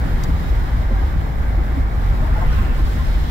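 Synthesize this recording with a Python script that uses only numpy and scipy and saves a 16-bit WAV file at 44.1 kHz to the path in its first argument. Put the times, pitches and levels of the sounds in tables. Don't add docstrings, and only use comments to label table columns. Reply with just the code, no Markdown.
import sys
import numpy as np
from scipy import signal
from scipy.fft import rfft, irfft
from scipy.io import wavfile
from scipy.ndimage import uniform_filter1d

SR = 44100
rng = np.random.default_rng(int(sys.argv[2]) if len(sys.argv) > 2 else 0)


def pcm_store(signal):
    levels = np.round(np.clip(np.atleast_2d(signal), -1, 1) * 32767)
    wavfile.write(sys.argv[1], SR, levels.astype(np.int16).T)


def rack_gain(trim_db):
    fader = np.asarray(trim_db, float)
    return 10 ** (fader / 20)


N = 145530


def evened(x):
    return x / np.sqrt(np.mean(x ** 2) + 1e-20)


def smoothed(x, span):
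    return uniform_filter1d(uniform_filter1d(x, span), span)


def low_part(x, corner_hz, order):
    hz = np.fft.rfftfreq(N, 1 / SR)
    return irfft(rfft(x) / (1 + (hz / corner_hz) ** order), N)


def read(points, hz):
    f, value = np.transpose(points)
    return np.interp(np.log(hz + 1), np.log(f + 1), value)


def closed(points, hz):
    low, top = points[0][0], points[-1][0]
    octaves_out = np.log2(np.maximum(low / (hz + 1), 1) * np.maximum(hz / top, 1))
    return read(points, hz) - 18 * octaves_out


def bumps(table, hz):
    return sum(lift / (1 + (2 * (hz - f) / width) ** 2) for f, width, lift in table)


def wander(rate_hz):
    t = np.arange(N) / SR
    rates = rate_hz * np.geomspace(1 / 20, 1, num=20)
    return evened(sum(np.sin(2 * np.pi * (f * t + rng.random())) / np.sqrt(f) for f in rates))


def along(table, column=1):
    rows = np.transpose(table)
    return np.interp(np.arange(N) / SR, rows[0], rows[column])


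# frequency in Hz, lead of the left port in radians.
PORT_LEAD = [(0, -.3), (300, 0.05), (700, 1.3), (1300, 3.5), (2050, 6.9), (3000, 10.5), (16000, 57)]


def port_lag(hz):
    return np.array([[0], [1]]) * np.interp(hz, *np.transpose(PORT_LEAD))


# frequency in Hz, correlation from 0 to 1.
PORT_LIKENESS = [(45, .97), (170, .8), (350, .55), (600, .55), (900, .2), (1300, .5), (2050, .65),
                 (2500, .42), (6000, .3)]


def cabin_noise(colour, size, patch_db, patch_hz, patch_s):
    hop = size // 4
    hz = np.fft.rfftfreq(size, 1 / SR)
    a, b, c, d, patches = rng.standard_normal((N // hop + 5, len(hz), 5)).T
    patches = uniform_filter1d(patches, max(int(patch_hz * size / SR), 1), axis=0)
    patches = uniform_filter1d(patches, max(int(patch_s * SR / hop), 1), axis=1)
    same = np.clip(read(PORT_LIKENESS, hz), 0, 1)[:, None]
    turn = np.exp(-1j * port_lag(hz)[1])[:, None]
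    left = a + 1j * b
    right = same * turn * left + np.sqrt(1 - same ** 2) * (c + 1j * d)
    z = np.array([left, right]) * rack_gain(colour(hz)[:, None] + patch_db * evened(patches))
    return evened(signal.istft(z, nperseg=size, noverlap=size - hop)[1][:, :N])


# peak time in seconds, peak in dB, length in seconds.
GUST_TIMES = [(0.022, -20, .08), (0.144, -13.5, 0.042), (.23, -21, 0.049), (0.326, -15, 0.084),
              (0.52, -13.5, 0.071), (0.6, -14.5, 0.057), (.77, -14, 0.073), (0.882, -17, 0.037),
              (0.946, -13.5, 0.053), (1.036, -14, 0.068), (1.17, -16, .05), (1.407, -17.5, 0.076),
              (1.491, -17.5, 0.038), (1.586, -14.5, 0.073), (1.717, -17.5, 0.042), (1.822, -14.5, .08),
              (1.973, -19.5, 0.063), (2.098, -13.5, 0.1), (2.215, -15, 0.049), (2.339, -14.5, 0.081),
              (2.48, -12.5, 0.079), (2.599, -14, 0.086), (2.704, -15, 0.076), (2.84, -13, 0.095),
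              (3.001, -18, 0.092), (3.095, -12, 0.042), (3.19, -13.5, .08)]
LULL_DB = -22.5


def gusts():
    t = np.arange(N) / SR
    swells = sum(rack_gain(db) ** 2 * np.exp(-(2 * (t - s) / length) ** 2) for s, db, length in GUST_TIMES)
    return np.sqrt(rack_gain(LULL_DB) ** 2 + swells)


# time in seconds, level in dB, centre of the hum in Hz.
BOOM_DRIFT = [(0, -11, 46.6), (.28, -18, 45.2), (.44, -25, 45.5), (.52, -21, 45.06), (.7, -13, 54.05),
              (.79, -5, 55.66), (.86, -24, 52.45), (.98, -16, 52.66), (1.27, -20, 60.56), (1.5, -13, 50.25),
              (1.85, -20, 58.6), (2.02, -21, 43.75), (2.12, -7, 42.12), (2.35, -9, 40.23), (2.6, -8, 47.4),
              (2.8, -19, 33.9), (3.0, -12, 52.47), (3.2, -3, 38.09)]
# frequency in Hz, density in dB per Hz.
BOOM_SPECTRUM = [(7.1, -19), (12, -10), (32, 0), (49, 0.5), (66, -2.5), (114, -16.5), (149, -18.5),
                 (200, -28.5), (260, -41), (440, -120)]
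WASH_DB, HUM_DB, HUM_WIDTH_HZ, HUM_EVEN = -1.5, -5, 6., .6
SURGE_TOP_HZ, SURGE_HOLD_S, SURGE_EVEN = 85., .05, .9
UPPER_DB, UPPER_FOLLOW = -16.5, .25


def boom():
    wash = cabin_noise(lambda hz: closed(BOOM_SPECTRUM, hz), size=8192, patch_db=0.55, patch_hz=12, patch_s=.3)
    r = np.exp(-np.pi * HUM_WIDTH_HZ / SR)
    swing = rng.standard_normal(N) + 1j * rng.standard_normal(N)
    swing = signal.lfilter([1], [1, -r], signal.lfilter([1], [1, -r], swing))
    swing = swing / (abs(swing) + 1e-9) ** HUM_EVEN
    phase = 2 * np.pi * np.cumsum(along(BOOM_DRIFT, column=2)) / SR
    hum = (swing * np.exp(1j * (phase - port_lag(0)))).real
    air = rack_gain(WASH_DB) * wash + rack_gain(HUM_DB) * evened(hum)
    deep = low_part(air, SURGE_TOP_HZ, 6)
    power = smoothed((deep ** 2).mean(0), int(SURGE_HOLD_S * SR / 2))
    steady = evened(deep / (power + .05) ** (SURGE_EVEN / 2))
    upper_db = UPPER_DB + UPPER_FOLLOW * (along(BOOM_DRIFT) - UPPER_DB)
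    return gusts() * steady + rack_gain(upper_db) * (air - deep)


# frequency in Hz, density in dB per Hz.
ROAR_SPECTRUM = [(70, -2), (110, -2), (240, -9.5), (350, -14.5), (850, -18.5), (1500, -20.5), (2200, -27),
                 (2600, -36.5)]
# frequency in Hz, width in Hz, lift in dB.
BODY_MODES = [(93, 6.3, 5.5), (138, 11, 4.5), (167, 7.2, -9), (240, 22.3, 4.5), (328, 8.4, 4.5),
              (590, 51, 1), (789.5, 79, 5.5), (900, 29, 4), (1052, 16, 4.5), (1214, 59, 4), (1407, 45, 3),
              (1610, 49, 2), (2050, 190, 3.5), (2300, 89, 3)]
# time in seconds, coarseness in dB.
ROAD_COARSENESS = [(0, 1.5), (.4, 1), (.8, 0.8), (1.25, -0.5), (1.6, 1.44), (2.0, 0.36), (2.4, 2.5),
                   (2.9, -0.05), (3.3, -0.1)]
ROAR_DB, ROAR_SWELL_DB = -28, -0.12


def roar():
    x = cabin_noise(lambda hz: closed(ROAR_SPECTRUM, hz) + bumps(BODY_MODES, hz),
                    size=2048, patch_db=1, patch_hz=250, patch_s=0.096)
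    return rack_gain(ROAR_DB + along(ROAD_COARSENESS) + ROAR_SWELL_DB * wander(7.7)) * x


# time in seconds, strength in dB, share of the low hiss in dB.
WIND_STRENGTH = [(0, -43.5, 0.2), (.5, -44.5, 2), (1.0, -47.5, 3), (1.3, -47, 0), (1.85, -47.5, 1),
                 (2.3, -44.5, 1), (2.46, -44.5, 1), (2.53, -42.5, 2.5), (2.62, -44, 0.5), (2.8, -42.5, 0.7),
                 (3.05, -42, 1), (3.22, -43.5, 3.5), (3.3, -44, 6)]
# frequency in Hz, density in dB per Hz.
WIND_SPECTRUM = [(1500, -0.5), (2750, 0), (3800, -2.5), (4200, -3), (6500, -11), (9000, -14.5),
                 (14000, -14), (15600, -13)]
# frequency in Hz, width in Hz, share from 0 up.
SEAL_MODES = [(3100, 700, 0.49), (3760, 680, 2), (5660, 1200, 1.2)]
WIND_FLUTTER_DB = 0.7


def wind():
    x = cabin_noise(lambda hz: read(WIND_SPECTRUM, hz) - 30 * (hz < 1200),
                    size=512, patch_db=0.6, patch_hz=400, patch_s=0.078)
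    low = irfft(rfft(x) * np.clip(bumps(SEAL_MODES, np.fft.rfftfreq(N, 1 / SR)), 0, 1), N)
    strength = rack_gain(along(WIND_STRENGTH) + WIND_FLUTTER_DB * wander(40.02))
    return strength * (x + (rack_gain(along(WIND_STRENGTH, column=2)) - 1) * low)


# start in seconds, end in seconds, frequency in Hz, level in dB.
TREAD_WHINES = [
    (0.1, .45, 163, -33),
    (2.0, 2.95, 139, -35),
    (.75, 1.8, 780, -51),
    (2.2, 3.1, 770, -51),
    (2.4, 3.1, 1066, -49),
    (0, 1.2, 1636, -54),
]
WHINE_WIDTH_HZ = 3.


def whines():
    t, out = np.arange(N) / SR, np.zeros((2, N))
    for start, end, hz, db in TREAD_WHINES:
        turns = np.cumsum(hz + WHINE_WIDTH_HZ * (hz / 400) * wander(5.4)) / SR
        gate = np.clip(np.minimum(t - start + 0.1, end - t) / 0.074, 0, 1)
        level = gate * rack_gain(db + 1.35 * wander(7.2))
        out += np.sqrt(2) * level * np.sin(2 * np.pi * turns - port_lag(hz))
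    return out


# time in seconds, peak in dB, pitch in Hz, left minus right in dB.
SEAM_HITS = [(.05, -29, 257, -15), (.222, -25.5, 164, 8), (0.279, -22.5, 164.5, 16), (0.284, -22.5, 250, 4),
             (0.903, -27.5, 545, 1), (0.896, -28, 349, -5), (.914, -23, 200, -10), (1.022, -27, 787.4, -3),
             (1.147, -21.5, 157, -11), (1.575, -26.5, 326, -8), (1.768, -26, 265, -17),
             (2.245, -28.5, 900, 13), (2.28, -27, 643.5, -1.1), (2.35, -30, 795, -9),
             (2.41, -28, 801.4, -3), (2.416, -23, 1043, 4.5), (2.69, -29, 212, .1), (2.79, -29.5, 296, 1)]
SEAM_RISE_S, SEAM_T60_S, SEAM_SPREAD = .006, .08, .12


def seams():
    t, out = np.arange(SR // 8) / SR, np.zeros((2, N + SR))
    shape = (1 - np.exp(-t / SEAM_RISE_S)) ** 2 * rack_gain(-60 * t / SEAM_T60_S)
    modes = ((1, 1), (1 + SEAM_SPREAD, .45), (1.9, .25))
    for s, db, hz, pan in SEAM_HITS:
        lag = port_lag(hz)
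        thud = shape * sum(g * np.sin(2 * np.pi * (hz * k * t + rng.random()) - lag) for k, g in modes)
        sides = rack_gain(db + np.array([[pan / 2], [-pan / 2]]))
        out[:, round(s * SR):][:, :len(t)] += thud / abs(thud).max() * sides
    return out[:, :N]


# time in seconds, peak in dB, pitch factor, tilt of the upper modes in dB per octave.
TRIM_SNAPS = [
    (.2338, -29, .8, -3),
    (.2376, -19, 1, .5),
    (.2387, -28, 1, -1),
    (.2432, -31, 1, 1),
    (.2455, -27, .98, -18),
]
# frequency in Hz, level in dB, T60 in seconds.
TRIM_MODES = [(3850, -5, .009), (4700, -4, .014), (5750, 0, .008), (6600, -8, .005), (7200, -2, .008),
              (7900, -7, .006), (10200, -2, .004), (12000, -11, .004), (13800, -11, .004),
              (15400, -7, .004)]
TICK_PAN_DB, TICK_TAIL_DB, TICK_TAIL_S, TICK_RISE_S = 5, -17, .04, .0002


def tick():
    t, out = np.arange(SR // 10) / SR, np.zeros((2, N))
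    for s, db, pitch, upper_db in TRIM_SNAPS:
        snap = np.zeros((2, len(t)))
        for hz, mode_db, t60 in TRIM_MODES:
            tilt_db = upper_db * np.log2(hz / TRIM_MODES[0][0])
            phase = 2 * np.pi * rng.random((2, 1))
            snap += rack_gain(mode_db + tilt_db - 60 * t / t60) * np.sin(2 * np.pi * hz * pitch * t + phase)
        tail = signal.lfilter([1, 0, 0, 0, -1], [1], rng.standard_normal((2, len(t))))
        tail = tail * rack_gain(TICK_TAIL_DB - 60 * t / TICK_TAIL_S)
        rise = np.minimum(t / TICK_RISE_S, 1)
        out[:, round(s * SR):][:, :len(t)] += rack_gain(db) * rise * (snap / abs(snap).max() + tail / 2)
    return out * rack_gain(np.array([[TICK_PAN_DB / 2], [-TICK_PAN_DB / 2]]))


# centre in seconds, length in seconds, frequency in Hz, peak in dB.
FLUTTER_NOTES = [(.965, .09, 780, -36), (1.085, .05, 880, -38), (1.04, .06, 1240, -41),
                 (1.782, .045, 270, -27), (.92, .04, 240, -27), (3.03, .06, 240, -29),
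                 (2.235, .04, 630, -33), (2.385, .04, 660, -32), (2.425, .035, 720, -30),
                 (2.43, .035, 900, -30), (2.415, .04, 1060, -31), (2.375, .05, 840, -33),
                 (2.38, .05, 1450, -38), (2.45, .12, 2040, -39), (2.515, .04, 1230, -35),
                 (2.535, .06, 1480, -37), (2.68, .05, 1410, -38), (2.6, .07, 1060, -37),
                 (2.66, .07, 760, -38), (2.8, .05, 1050, -37), (3.005, .06, 1050, -34),
                 (2.52, .06, 4950, -49), (2.53, .06, 5600, -50), (2.79, .06, 4750, -49),
                 (2.85, .07, 4800, -50), (3.06, .06, 5500, -51), (3.155, .06, 3170, -45),
                 (3.12, .05, 3800, -48), (3.28, .05, 3370, -44)]
FLUTTER_SPREAD, FLUTTER_LAG_SHARE = .012, .2


def flutters():
    t, out = np.arange(N) / SR, np.zeros((2, N))
    for s, length, hz, db in FLUTTER_NOTES:
        part = slice(round((s - length) * SR), round((s + length) * SR))
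        u, lag = t[part], FLUTTER_LAG_SHARE * port_lag(hz)
        note = np.sin(2 * np.pi * hz * u - lag)
        note = note + .3 * np.sin(2 * np.pi * hz * (1 + FLUTTER_SPREAD) * u - lag)
        out[:, part] += rack_gain(db) * np.exp(-(3 * (u - s) / length) ** 2) * note
    return out


# frequency in Hz, density in dB per Hz.
PASS_SPECTRUM = [(350, -52), (650, -14), (900, 2), (1500, 2), (2100, -8), (2800, -1.5), (5000, -46),
                 (9000, -34)]
PASS_S, PASS_DB, PASS_RISE_S, PASS_FALL_S = 2.38, -36.5, .16, .2
PASS_BRIGHT_LAG_S, PASS_SPLIT_HZ = .2, 1150.


def passing_car():
    x = cabin_noise(lambda hz: closed(PASS_SPECTRUM, hz), size=1024, patch_db=3.5, patch_hz=200, patch_s=.04)
    dull = low_part(x, PASS_SPLIT_HZ, 4)
    t = np.arange(N) / SR - PASS_S - np.array([[0], [PASS_BRIGHT_LAG_S]])
    near_dull, near_bright = 1 / (1 + (t / np.where(t < 0, PASS_RISE_S, PASS_FALL_S)) ** 2)
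    return rack_gain(PASS_DB) * (near_dull * dull + near_bright * (x - dull))


RIPPLE_DB, RIPPLE_HZ = .8, 45.


def scene():
    x = boom() + roar() + wind() + whines() + seams() + tick() + flutters() + passing_car()
    hz = np.fft.rfftfreq(N, 1 / SR)
    ripple = evened(smoothed(rng.standard_normal((2, len(hz))), int(RIPPLE_HZ * N / SR)))
    above_bass = np.clip(hz / 1500, 0, 1)
    return irfft(rfft(x) * rack_gain(RIPPLE_DB * ripple * above_bass), N)


def band_limit(x):
    return signal.sosfilt(signal.butter(12, 15910, fs=SR, output="sos"), x)


# frequency in Hz, width in Hz, lift in dB.
PORT_MODES = [(7650, 190, 5), (10510, 970, -8.5), (11510, 1100, 10.5)]
# frequency in Hz, left minus right in dB.
PORT_TILT = [(200, 0.6), (900, 0.7), (1500, -0.5), (2300, -4), (4000, -0.7), (9000, 4.5), (11500, -2.5),
             (14000, 6.5)]
LIMIT, EDGE_HZ = 0.92, 15725


def record(dry):
    hz = np.fft.rfftfreq(N, 1 / SR)
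    sides_db = np.array([[.5], [-.5]]) * read(PORT_TILT, hz)
    x = irfft(rfft(dry) * rack_gain(bumps(PORT_MODES, hz) + sides_db), N)
    x = LIMIT * np.tanh(x / LIMIT)
    x = irfft(rfft(x) * (hz < EDGE_HZ), N)
    return band_limit(x)


dry = scene()
out = record(dry)
pcm_store(out)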